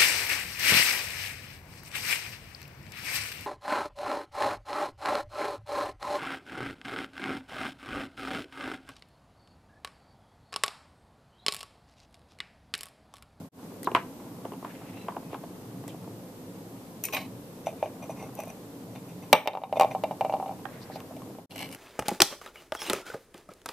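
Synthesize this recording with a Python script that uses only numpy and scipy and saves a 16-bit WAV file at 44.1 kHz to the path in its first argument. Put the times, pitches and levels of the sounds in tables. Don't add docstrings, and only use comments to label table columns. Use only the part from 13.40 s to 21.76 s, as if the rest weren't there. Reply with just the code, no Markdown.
import sys
import numpy as np
from scipy import signal
from scipy.io import wavfile
from scipy.ndimage import uniform_filter1d

SR = 44100
rng = np.random.default_rng(int(sys.argv[2]) if len(sys.argv) > 2 else 0)


def unload_audio(sound):
    columns = np.transpose(np.atleast_2d(sound))
    steps = np.round(np.clip(columns, -1, 1) * 32767)
    wavfile.write(sys.argv[1], SR, steps.astype(np.int16))


def makeup_ratio(level_db):
    decades = np.asarray(level_db, float) / 20
    return 10 ** decades


N = 368676
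RING_T = np.arange(4410) / SR
LIFT_S = 8.09


def evened(x):
    return x / np.sqrt(np.mean(x ** 2) + 1e-20)


def peaked(x):
    return x / abs(x.mean(0)).max()


def read(points, hz):
    f, value = np.transpose(points)
    return np.interp(np.log(hz + 1), np.log(f + 1), value)


def add(mix, s, sound):
    part = mix[:, round(s * SR):][:, :sound.shape[1]]
    part += sound[:, :part.shape[1]]


def band(x, low_hz, high_hz, order=2):
    edges = [low_hz, min(high_hz, .45 * SR)]
    return signal.sosfilt(signal.butter(order, edges, "band", fs=SR, output="sos"), x)


def resonate(x, hz, width):
    turn = np.exp(2j * np.pi * np.cumsum(hz * np.ones(x.shape[-1])) / SR)
    r = np.exp(-np.pi * width / SR)
    return 2 * (turn * signal.lfilter([1 - r], [1, -r], x / turn)).real


def ring(modes, struck_hz=None, length=1, scatter_db=3, reach=0.26):
    hz, db, t60 = np.transpose(modes)[..., None]
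    luck = rng.standard_normal((len(modes), 4)).T[..., None]
    db = db + scatter_db * luck[0]
    if struck_hz:
        db = db - 6 * (np.log(hz / struck_hz) / reach) ** 2
    turn = 2 * np.pi * hz * (1 + .005 * luck[1]) * RING_T + .25 * luck[2]
    apart = np.clip(hz / 6000, 0, 1.2) * np.clip(luck[3], -1.2, 1.2)
    rise = (1 - np.exp(-RING_T * hz / 0.96)) ** 2
    fall = makeup_ratio(db - 60 * RING_T / (t60 * np.clip(length, .2, 4))) * rise
    return peaked(np.array([(fall * np.sin(turn + side * apart)).sum(0) for side in (-.5, .5)]))


def upper(modes, crack, length=1, left_db=0, grit_db=0, scatter_db=2, struck_hz=None, reach=0.42):
    low_hz, high_hz, db, t60 = crack
    air = rng.standard_normal((3, len(RING_T))) * np.minimum(RING_T / 0.00019, 1)
    fall = makeup_ratio(-60 * RING_T / (t60 * np.clip(length, .2, 4)))
    puff = band((air[:2] + 1.06 * air[2]) * fall, low_hz, high_hz, order=4)
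    both = peaked(ring(modes, struck_hz, length, scatter_db, reach) + makeup_ratio(db + grit_db) * peaked(puff))
    return both * makeup_ratio([[left_db / 2], [-left_db / 2]])


def blows(events, body, cracks, scatter_db=5, grit_db=0, reach=0.21, clack_reach=.41):
    out = np.zeros((2, N))
    for s, db, clack_db, tick_db, hz, length, clack_hz in events:
        harder_db = grit_db + 0.27 * max(db + 12.0, 0)
        low = ring(body[0], hz, length, 1.5, reach=reach * makeup_ratio(0.17 * (db + 18.0)))
        clack = upper(body[1], cracks[0], length, 2.4, harder_db, scatter_db, clack_hz, clack_reach)
        tick = upper(body[2], cracks[1], length, 1.9, grit_db, scatter_db)
        add(out, s, makeup_ratio(db) * (low + makeup_ratio(clack_db + 4.5) * clack + makeup_ratio(tick_db + 6.0) * tick))
    return out


def brush(rows, width=1500):
    s, db, hz = np.transpose(rows)
    t = np.arange(s[0], s[-1], 1 / SR)
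    db, hz = np.interp(t, s, db), np.interp(t, s, hz)
    air = rng.standard_normal((SR, 4))[:len(t)].T
    patchy_db = 2.7 * evened(uniform_filter1d(air[3], 900))
    air = air[:2] + 0.76 * air[2]
    hiss = evened(resonate(resonate(air, hz, width), hz, width))
    return s[0], makeup_ratio(db + patchy_db - 7.5) * hiss * signal.windows.tukey(len(t), .3)


# frequency in Hz, likeness from -1 to 1.
SAME = [(60, 0.93), (130, 0.98), (290, 0.97), (640, 0.9), (1410, 0.02), (3100, -0.019), (15000, -0.0035)]


def noise(spectrum, patchy_db, size, humps=()):
    frames, hz = 4 * N // size + 5, np.fft.rfftfreq(size, 1 / SR)
    a, b, c, d, patches = rng.standard_normal((frames, len(hz), 5)).T
    patches = evened(uniform_filter1d(uniform_filter1d(patches, 12, 0), 6, 1))
    same, left = np.clip(read(SAME, hz), -1, 1)[:, None], a + 1j * b
    z = np.array([left, same * left + np.sqrt(1 - same ** 2) * (c + 1j * d)])
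    shape_db = read(spectrum, hz) + sum(db * np.exp(-((hz - f) / w) ** 2) for f, w, db in humps)
    z *= makeup_ratio(shape_db[:, None] + patchy_db * patches)
    return evened(signal.istft(z, nperseg=size, noverlap=3 * size // 4)[1][:, :N])


# frequency in Hz, level in dB per Hz.
HUM = [(15, -58), (25, -23), (69, -30), (140, -13.5), (344, -13.5), (1040, -24), (2180, -53.5),
       (5500, -120)]
HISS = [(900, 4.5), (2000, 0.5), (4000, -1.5), (8000, -3), (11000, -2), (14000, 0.5)]
# frequency in Hz, half width in Hz, height in dB.
DRONES = [(110.1, 27.4, 13.5), (178.6, 22.2, 11.5), (268.4, 52.3, 10.5), (484, 99, 5.5)]
# time in seconds, level in dB.
STIR = [(0.46, -51.5), (1.95, -49.5), (2.4, -52.5), (4.0, -61), (4.842, -47.5), (5.468, -58.5), (7.2, -50),
        (8.05, -52)]
# frequency in Hz, level in dB, channel (0 left, 1 right).
WHINES = [(7865, -78, 0), (11810, -75, 1)]


def floor():
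    t = np.arange(N) / SR
    hum_db = -43.5 - 2.6 * (np.arange(N) > LIFT_S * SR)
    out = makeup_ratio(hum_db) * noise(HUM, 1.35, size=4096, humps=DRONES)
    out += makeup_ratio(-52.5) * noise(HISS, 0.42, size=1024)
    air, lumps = rng.standard_normal((2, N))
    grains = air * makeup_ratio(3.9 * evened(uniform_filter1d(lumps, 500)))
    out += makeup_ratio(np.interp(t, *np.transpose(STIR)) - 5.5) * evened(band(grains, 420, 1010))
    for f, db, side in WHINES:
        out[side] += makeup_ratio(db + 6.0) * np.sin(2 * np.pi * f * t)
    turns = np.cumsum([5.932, 0.041, 0.31, 0.11])  # start, fall, hold, return, s
    return out * makeup_ratio(np.interp(t, turns, [0, -8, -8, 0]))


# time in seconds, level in dB, centre in Hz.
BRUSHES = [
    [(.428, -50, 4200), (.475, -45, 3500)],
    [(.553, -20, 1900), (.58, -34, 1690), (.635, -46, 1200)],
    [(1.22, -50, 1800), (1.5, -52, 2200), (1.71, -51, 2300)],
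    [(1.88, -69, 2620), (1.936, -46, 2640), (2.0, -68.5, 2260)],
    [(2.47, -78, 2920), (2.484, -45, 3100), (2.54, -59, 2710)],
    [(7.25, -50.5, 1580), (7.64, -48.5, 1700)],
]
# time in seconds, level in dB, centre in Hz.
RUBS = [
    [(.474, -36, 800), (.51, -46, 800)],
    [(1.045, -42, 900), (1.075, -45, 900)],
    [(1.245, -41, 900), (1.305, -45, 950)],
    [(1.686, -37, 1000), (1.715, -43, 1000)],
    [(1.935, -43, 950), (1.96, -45, 950)],
]
# time in seconds, level in dB, centre in Hz.
FLICK = [
    (2.476, -50, 8000),
    (2.49, -49, 8000),
    (2.53, -60, 7000),
]


def fingers(mix):
    for rows in BRUSHES:
        add(mix, *brush(rows))
    for rows in RUBS:
        add(mix, *brush(rows, width=800))
    add(mix, *brush(FLICK, width=9000))


# frequency in Hz, level in dB, time to die by 60 dB in seconds.
TABLE = [
    [(305, -9, 0.014), (390, 6.5, 0.02), (563, 3, 0.012), (692, 5, 0.017), (814, 1, 0.02), (1010, 2.5, 0.023), (1107, -12, 0.043), (1310, -3.5, 0.016), (1475, -15.5, 0.032)],
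    [(1960, 0, 0.034), (2110, -3, 0.04), (2820, 12, 0.0097), (3220, -7, 0.0037)],
    [(7840, 0, 0.0057), (14360, -1, 0.0092)],
]
# low Hz, high Hz, level in dB, time to die by 60 dB in seconds.
TABLE_CRACKS = [
    (1260, 3230, 3.6, 0.012),
    (4630, 15900, 3.2, 0.027),
]
# time in seconds, body dB, clack dB relative to body, body pitch struck in Hz.
TAPS = [(0.472, -13, -22.5, 780), (0.516, -25.5, -14, 427), (0.549, -8, -11, 1080), (0.565, -18, -18, 900),
        (0.574, -21, -23, 850), (1.052, -25.5, -21, 490), (1.12, -30.5, -21, 474), (1.135, -32, -16, 500),
        (1.227, -30.5, -27, 446), (1.247, -26, -15.5, 870), (1.684, -19.5, -18, 820),
        (1.766, -22, -24, 620), (1.93, -25.5, -23, 474), (1.944, -30, -13, 1010), (2.038, -31.5, -22, 546),
        (1.721, -36, -24, 1050), (1.747, -40, -24, 1150), (2.439, -35, -19, 468), (2.544, -34.5, -28, 460),
        (2.676, -35, -21, 474), (5.406, -50, -31, 630)]
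# time in seconds, body dB, clack dB relative to body, body pitch struck in Hz.
NAILS = [
    (0.431, -44, 2, 452),
    (0.444, -46.5, 0, 536),
    (2.479, -33, -13, 500),
]


def table_taps():
    length = 0.88
    taps = [(s, db, c, c - 11.5 - 0.12 * (db + 41), hz, length, None) for s, db, c, hz in TAPS]
    taps += [(s, db, c, c + 8, hz, length, None) for s, db, c, hz in NAILS]
    return blows(taps, TABLE, TABLE_CRACKS, reach=0.74)


# time in seconds, level in dB, pitch in Hz.
SQUEAKS = [
    [(1.55, -59, 3850), (1.62, -55, 3970), (1.68, -61, 3850)],
    [(1.51, -62, 2390), (1.575, -50, 2760), (1.67, -60, 2620)],
    [(1.83, -59, 2580), (1.925, -57, 2490)],
]


def squeaks(mix):
    for rows in SQUEAKS:
        add(mix, *brush(rows, width=110))


# frequency in Hz, level in dB, time to die by 60 dB in seconds.
BOWL = [
    [(498, -29, 0.01), (610, -4, 0.02), (649, 1.5, 0.037), (755, 7, 0.02), (775, -8, .055), (833, -8.5, 0.069), (909.4, -1.5, 0.034), (1010, -19.5, 0.1), (1072, -8, 0.095)],
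    [(1140, 17, 0.07), (1548, 8, 0.04), (1885, 4, 0.04), (2118, 7.5, 0.04), (2340, 13.5, 0.036), (2467, 6, 0.044), (2762, 8.5, 0.049), (2920, 13, 0.022), (3686, 5.5, 0.054), (3850, 7, 0.03)],
    [(5470, -14, .01), (5820, 0, 0.02), (7250, -2, 0.0073), (8530, 2.5, 0.0099), (9900, -11, 0.0052), (11700, -15, 0.0051), (12100, -12, 0.0076), (13900, 6, 0.0092)],
]
# low Hz, high Hz, level in dB, time to die by 60 dB in seconds.
BOWL_CRACKS = [
    (1900, 4970, -6.5, 0.028),
    (5540, 14000, -5, 0.028),
]
# frequency in Hz, level in dB, time to die by 60 dB in seconds.
SHELL = [(5990, -2, 0.033), (8060, -15, .015), (9480, -8.5, 0.018), (12600, -11, .01), (13900, -8, .01)]
# time in seconds, body dB, clack dB and tick dB relative to body, body pitch in Hz.
RIM = [(3.638, -45.5, 6, -1, 710), (3.7348, -42, 10, 2, 760), (3.685, -45, 7.5, -14, 1110),
       (3.768, -37, 11.5, -5, 759), (4.269, -16.5, -19, -24, 570), (4.289, -29, -24, -24, 600),
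       (4.327, -36, -25, -32, 640), (4.427, -13.5, -24.5, -42, 600), (4.458, -29, -16, -35, 590),
       (4.627, -36, -20, -15, 604), (4.695, -25, -38, -38, 583), (4.826, -34, -21, -14, 746),
       (4.64, -38, -12, -10.5, 600), (4.99, -26, -23, -21, 597), (5.001, -35, -11, -10, 641),
       (5.035, -35, -11, -18, 600), (5.073, -33.5, -21, -25, 605), (5.101, -39, -8, -7, 595),
       (5.558, -40, -5, -18, 764)]


def rim_knocks():
    rows = [(*row, 0.86, 2200) for row in RIM]
    cracks = (TABLE_CRACKS[0], BOWL_CRACKS[1])
    return blows(rows, [*BOWL[:2], SHELL], cracks, scatter_db=0.5, grit_db=-4, clack_reach=.45)


# frequency in Hz, level in dB, time to die by 60 dB in seconds.
CLAW = [(5700, -4, .015), (6000, 0, 0.025), (6920, -1.5, .015), (9600, 0, 0.013), (10470, -11, .008),
        (12700, -5, .012), (13900, 5, .012)]
# time in seconds, level in dB, brightest frequency in Hz.
CLAWS = [
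    (3.6383, -17.5, 11000),
    (4.952, -35, 13000),
    (5.003, -34, 13500),
    (5.035, -40, 13500),
    (5.055, -42, 13900),
    (5.08, -42, 13900),
]


def claws():
    out = np.zeros((2, N))
    for s, db, hz in CLAWS:
        snap = upper(CLAW, BOWL_CRACKS[1], 0.9, left_db=4, grit_db=-4.5, scatter_db=3, struck_hz=hz, reach=0.55)
        add(out, s, makeup_ratio(db) * snap)
    return out


def scrape(rows, body, per_s=5000, spread_db=5.0, grit_db=-1):
    s, *columns = np.transpose(rows)
    t = np.arange(s[0], s[-1], 1 / SR)
    db, body_db, tick_db = (np.interp(t, s, c) for c in columns)
    where, size, sign, clump = rng.random((SR // 2, 4))[:len(t)].T
    slips = (where < per_s / SR) * np.maximum(size, .03) ** (-spread_db / 8.5) * np.sign(sign - .5)
    slips = slips * makeup_ratio(0.91 * evened(uniform_filter1d(clump - .5, 250)))
    low = ring(body[0], scatter_db=0.5)
    clack = upper([m for m in body[1] if m[0] > 1700], BOWL_CRACKS[0], 1.13, grit_db=grit_db)
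    tick = upper(body[2], BOWL_CRACKS[1], 1.9, left_db=4, grit_db=1.0)
    out = 0
    for group, rel_db in ((low, body_db - 1.5), (clack, 0), (tick, tick_db)):
        rubbed = signal.fftconvolve(slips[None], group, axes=1)[:, :len(t)]
        out = out + makeup_ratio(db + rel_db) * evened(rubbed)
    return s[0], out * signal.windows.tukey(len(t), .08)


# start in seconds, length in seconds, clack dB, body dB and tick dB relative to clack.
SLIPS = [
    (3.638, 0.096, -42.5, -17, 3.5),
    (3.762, 0.11, -35, 1.5, -8),
    (4.27, 0.052, -50.5, 2, -6),
    (4.428, 0.056, -51.5, 10, -10),
    (4.62, 0.054, -54.5, 8.5, -5),
    (5.55, .05, -56, 9, -13),
    (5.82, 0.12, -57.5, 7, -6),
    (8.104, 0.056, -48.5, -18, -8.5),
]
# start in seconds, length in seconds, clack dB, body dB and tick dB relative to clack.
DRAGS = [(3.647, 0.019, -45.5, -15, 16.5), (3.724, 0.056, -30.5, -0.5, -4.5), (4.255, 0.018, -48, -1, 0),
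         (4.375, 0.069, -59, 2, -10), (6.356, 0.036, -42.5, -10, -12), (6.503, 0.04, -48, 8, -8),
         (4.69, 0.049, -52, 10, 0), (4.755, 0.13, -51, 8, -3.5), (4.97, 0.078, -47.5, 7.5, -4),
         (5.06, 0.079, -54.5, 6, -2), (5.68, 0.061, -58.5, 4, -8), (8.155, 0.14, -38.5, -7, -10),
         (8.3, 0.072, -50.5, -7, -3)]


def strokes():
    rubs = []
    for s, n, db, *rel in SLIPS:
        rise_s, fade_db_per_s = 0.011, -260
        end_db = db + fade_db_per_s * (n - rise_s)
        rubs.append([(s, db + 0.5, *rel), (s + rise_s, db, *rel), (s + n, end_db, *rel)])
    for s, n, db, *rel in DRAGS:
        rubs.append([(s, db - 10.5, *rel), (s + 0.43 * n, db, *rel), (s + n, db - 16.5, *rel)])
    return rubs


# frequency in Hz, level in dB, time to die by 60 dB in seconds.
PINCH = [(2230, 0, .02), (2500, 0, .03), (3050, -3, .012), (3870, -5, .015)]
LIP = [(2135, 0.5, 0.023), (2455, -0.5, 0.05), (2620, -5, 0.049), (3010, -9, 0.022), (3600, -6, 0.026)]
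GRIP = [(2870, 0.5, 0.02), (2300, -4, 0.02), (3230, -7, .015), (4050, -9, 0.01)]
GRIP_TICK = [(5370, -4, .008), (8350, -3, .006), (10950, -4, .01), (12900, -4, 0.011)]


def scrapes(mix):
    for rows in strokes():
        if rows[0][0] < 4:
            add(mix, *scrape(rows, (BOWL[0], PINCH, CLAW), grit_db=-1))
        elif rows[0][0] < LIFT_S:
            add(mix, *scrape(rows, (BOWL[0], LIP, SHELL), grit_db=-5))
        else:
            add(mix, *scrape(rows, (BOWL[0], GRIP, GRIP_TICK), per_s=1200, grit_db=3))


# time in seconds, body dB, clack dB and tick dB relative to body, body pitch struck in Hz.
DROP = (5.929, 1, -6, -11, 660)
# frequency in Hz, level in dB, time to die by 60 dB in seconds.
THUMP = [
    (240, 0, .03),
    (150, -3, .04),
]


def drop():
    length, clack_hz = .55, 2450
    out = blows([(*DROP, length, clack_hz)], BOWL, BOWL_CRACKS, scatter_db=.8, grit_db=-1, clack_reach=.62)
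    add(out, DROP[0], makeup_ratio(-24) * ring(THUMP, scatter_db=0))
    return out


# time in seconds, body dB, clack dB relative to body,
# body pitch struck in Hz, clack pitch struck in Hz.
TUMBLE = [(5.936, -9.5, -25, 640, 2400), (5.952, -14, -17, 770, 2400), (6.058, -26.5, -21, 650, 2400),
          (6.063, -28, -20, 704, 2800), (6.074, -14, -10, 750, 3100), (6.081, -20, -14, 675, 2780),
          (6.1, -32, -26, 740, 2800), (6.133, -33, -13, 665, 2900), (6.139, -29, -30, 700, 2400),
          (6.151, -21, -23, 805, 2390), (6.172, -21.5, -25, 810, 2300), (6.217, -31, -26, 638, 2350),
          (6.236, -22, -21.5, 840, 2900), (6.295, -40, -24, 780, 2400), (6.326, -15.5, -24, 690, 2400),
          (6.358, -21, -30, 720, 2350), (6.37, -15.5, -32, 610, 2500), (6.397, -7.5, -19, 734, 2700),
          (6.41, -6, -22, 810, 2350), (6.42, -12, -18, 780, 2390), (6.432, -13, -20, 766, 3000),
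          (6.446, -13.5, -26, 680, 2900), (6.511, -29, -12, 704, 2080)]
ROCK = [(6.549, -16, -31, 760, 2600), (6.637, -15, -19.5, 720, 2800), (6.71, -20, -26.5, 740, 2350),
        (6.717, -26, -30, 760, 2350), (6.809, -14, -19.5, 700, 2300), (6.848, -15, -26, 720, 2500),
        (6.86, -26, -26, 640, 2700), (6.896, -16.5, -27.5, 740, 2330), (6.924, -20.5, -24, 770, 2350),
        (6.938, -14.5, -27, 750, 2500), (6.966, -26, -26, 740, 2800), (6.999, -21, -30, 780, 2300),
        (7.026, -21.5, -36, 780, 2300), (7.06, -25.5, -25, 760, 2500), (7.079, -28, -22, 680, 2760),
        (7.093, -24.5, -31, 770, 2400), (7.111, -27, -30, 760, 2400), (7.122, -28, -30, 770, 2400)]


def tumble_and_rock():
    let_go_s, held, free, rocking = 6.2, 0.53, 0.91, 1.04
    shell = [(*row, held if row[0] < let_go_s else free) for row in TUMBLE]
    shell += [(*row, rocking) for row in ROCK]
    rows = [(s, db, c, c - 12 + 0.79 * (db + 17), hz, length, c_hz) for s, db, c, hz, c_hz, length in shell]
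    return blows(rows, BOWL, BOWL_CRACKS, scatter_db=3.0)


# frequency in Hz, level in dB, time to die by 60 dB in seconds.
TRINKET = [
    [(797, 5, 0.029), (1080, 8, 0.014), (1590, 19, 0.031), (1840, -5, 0.033)],
    [(1820, 1, 0.048)],
    [(5000, 0, 0.01)],
]
# time in seconds, body dB, clack dB relative to body, body pitch struck in Hz.
ASIDE = [
    (7.254, -25, -13.5, 895),
]


def tap_aside():
    rows = [(s, db, c, c - 12, hz, 0.7, None) for s, db, c, hz in ASIDE]
    return blows(rows, TRINKET, TABLE_CRACKS, reach=0.33) * makeup_ratio([[-6], [3]])


# time in seconds, level in dB, centre in Hz.
RUSTLES = [
    [(7.4, -49, 3900), (7.45, -47, 4900)],
    [(7.51, -50, 4100), (7.58, -46, 4520)],
]


def sleeve(mix):
    for rows in RUSTLES:
        add(mix, *brush(rows))


# time in seconds, body dB, clack dB relative to body,
# body pitch struck in Hz, ring length as a factor.
LEGS = [(7.499, -30.5, -39, 740, 0.95), (7.558, -27, -21.5, 680, 1), (7.603, -38, -7.5, 970, 0.43),
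        (7.709, -33.5, -36, 630, 0.7), (7.765, -36, -16.5, 616, 1), (7.819, -38, -16, 980, 0.3),
        (7.899, -39.5, -26, 606, 0.99), (7.985, -31.5, -29, 664, 0.92), (8.158, -36.5, -9, 660, 0.68),
        (8.211, -32, -18, 764, 0.64), (8.229, -35, -20, 800, 0.78)]


def legs():
    rows = [(s, db, c, c, hz, length, 2500) for s, db, c, hz, length in LEGS]
    return blows(rows, BOWL, BOWL_CRACKS, scatter_db=3.0)


# time in seconds, level in dB.
CREAKS = [(8.161, -32), (8.1704, -37), (8.18, -31), (8.1915, -30), (8.2136, -32), (8.228, -31),
          (8.2906, -37), (8.314, -37), (8.326, -31), (8.3386, -37), (8.3477, -29.5)]


def creaks():
    clack_db, pitch_hz, length = 18, 758, 0.48
    rows = [(s, db - clack_db, clack_db - 10.5, clack_db - 8.0, pitch_hz, length, None) for s, db in CREAKS]
    return blows(rows, (BOWL[0], GRIP, GRIP_TICK), TABLE_CRACKS)


# frequency in Hz, time to die by 60 dB in seconds.
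ROOM = [(200, 0.23), (800, 0.21), (2000, 0.28), (5000, 0.24), (14000, 0.31)]


def room(x):
    taps = np.zeros((2, SR // 2))
    at = np.arange(260, SR // 2 - 20, 20) + rng.integers(0, 20, (2, (SR // 2 - 261) // 20))
    np.put_along_axis(taps, at, rng.choice([-1., 1.], at.shape), 1)
    bass = signal.lfilter([.2], [1, -.8], taps)
    hz, t, z = signal.stft(taps - bass + bass[0], SR, nperseg=256)
    tail = signal.istft(z * makeup_ratio(-60 * t / read(ROOM, hz)[:, None]), SR, nperseg=256)[1]
    return signal.fftconvolve(x.mean(0)[None], tail / np.linalg.norm(tail[0]), axes=1)[:, :N]


def in_the_room(near):
    near = near + makeup_ratio(-11.5) * np.roll(band(near, 384, 1500), round(.0102 * SR), axis=1)
    wet = room(near)
    return near + makeup_ratio(-9.0) * band(wet, 60, 3500, order=1) + makeup_ratio(-19) * band(wet, 5000, 16000)


def scene():
    knocks = table_taps() + rim_knocks() + claws() + drop() + tumble_and_rock()
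    knocks += tap_aside() + legs() + creaks()
    near = in_the_room(knocks)
    for rub in (fingers, squeaks, scrapes, sleeve):
        rub(near)
    return band(near, 90, 18000) + floor()


# silent from in seconds, back at in seconds, fade-out seconds, fade-in seconds.
CUTS = [
    (0.089, 0.117, 0.093, 0.11),
    (8.06, 8.094, 0.14, 0.026),
]


def fades():
    t, gain = np.arange(N) / SR, 1
    for off, on, out_s, in_s in CUTS:
        down = np.clip((off - t) / out_s, 0, 1) ** 0.4
        up = np.clip((t - on) / in_s, 0, 1) ** 0.92
        gain = gain * np.maximum(down + up, makeup_ratio(-52))
    return gain


def top_cut(x):
    return signal.sosfilt(signal.butter(12, 15640, fs=SR, output="sos"), x)


def record(dry):
    clipped = np.clip(dry, -.86, .86)
    edge = signal.firwin(511, 14230, window=("kaiser", 8), fs=SR)
    low = signal.oaconvolve(clipped, edge[None], "same")
    top = clipped - low
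    top *= uniform_filter1d(abs(top).mean(0), 500) > makeup_ratio(-52)
    return top_cut((low + makeup_ratio(-10.0) * top) * fades())


dry = scene()
out = record(dry)
unload_audio(out)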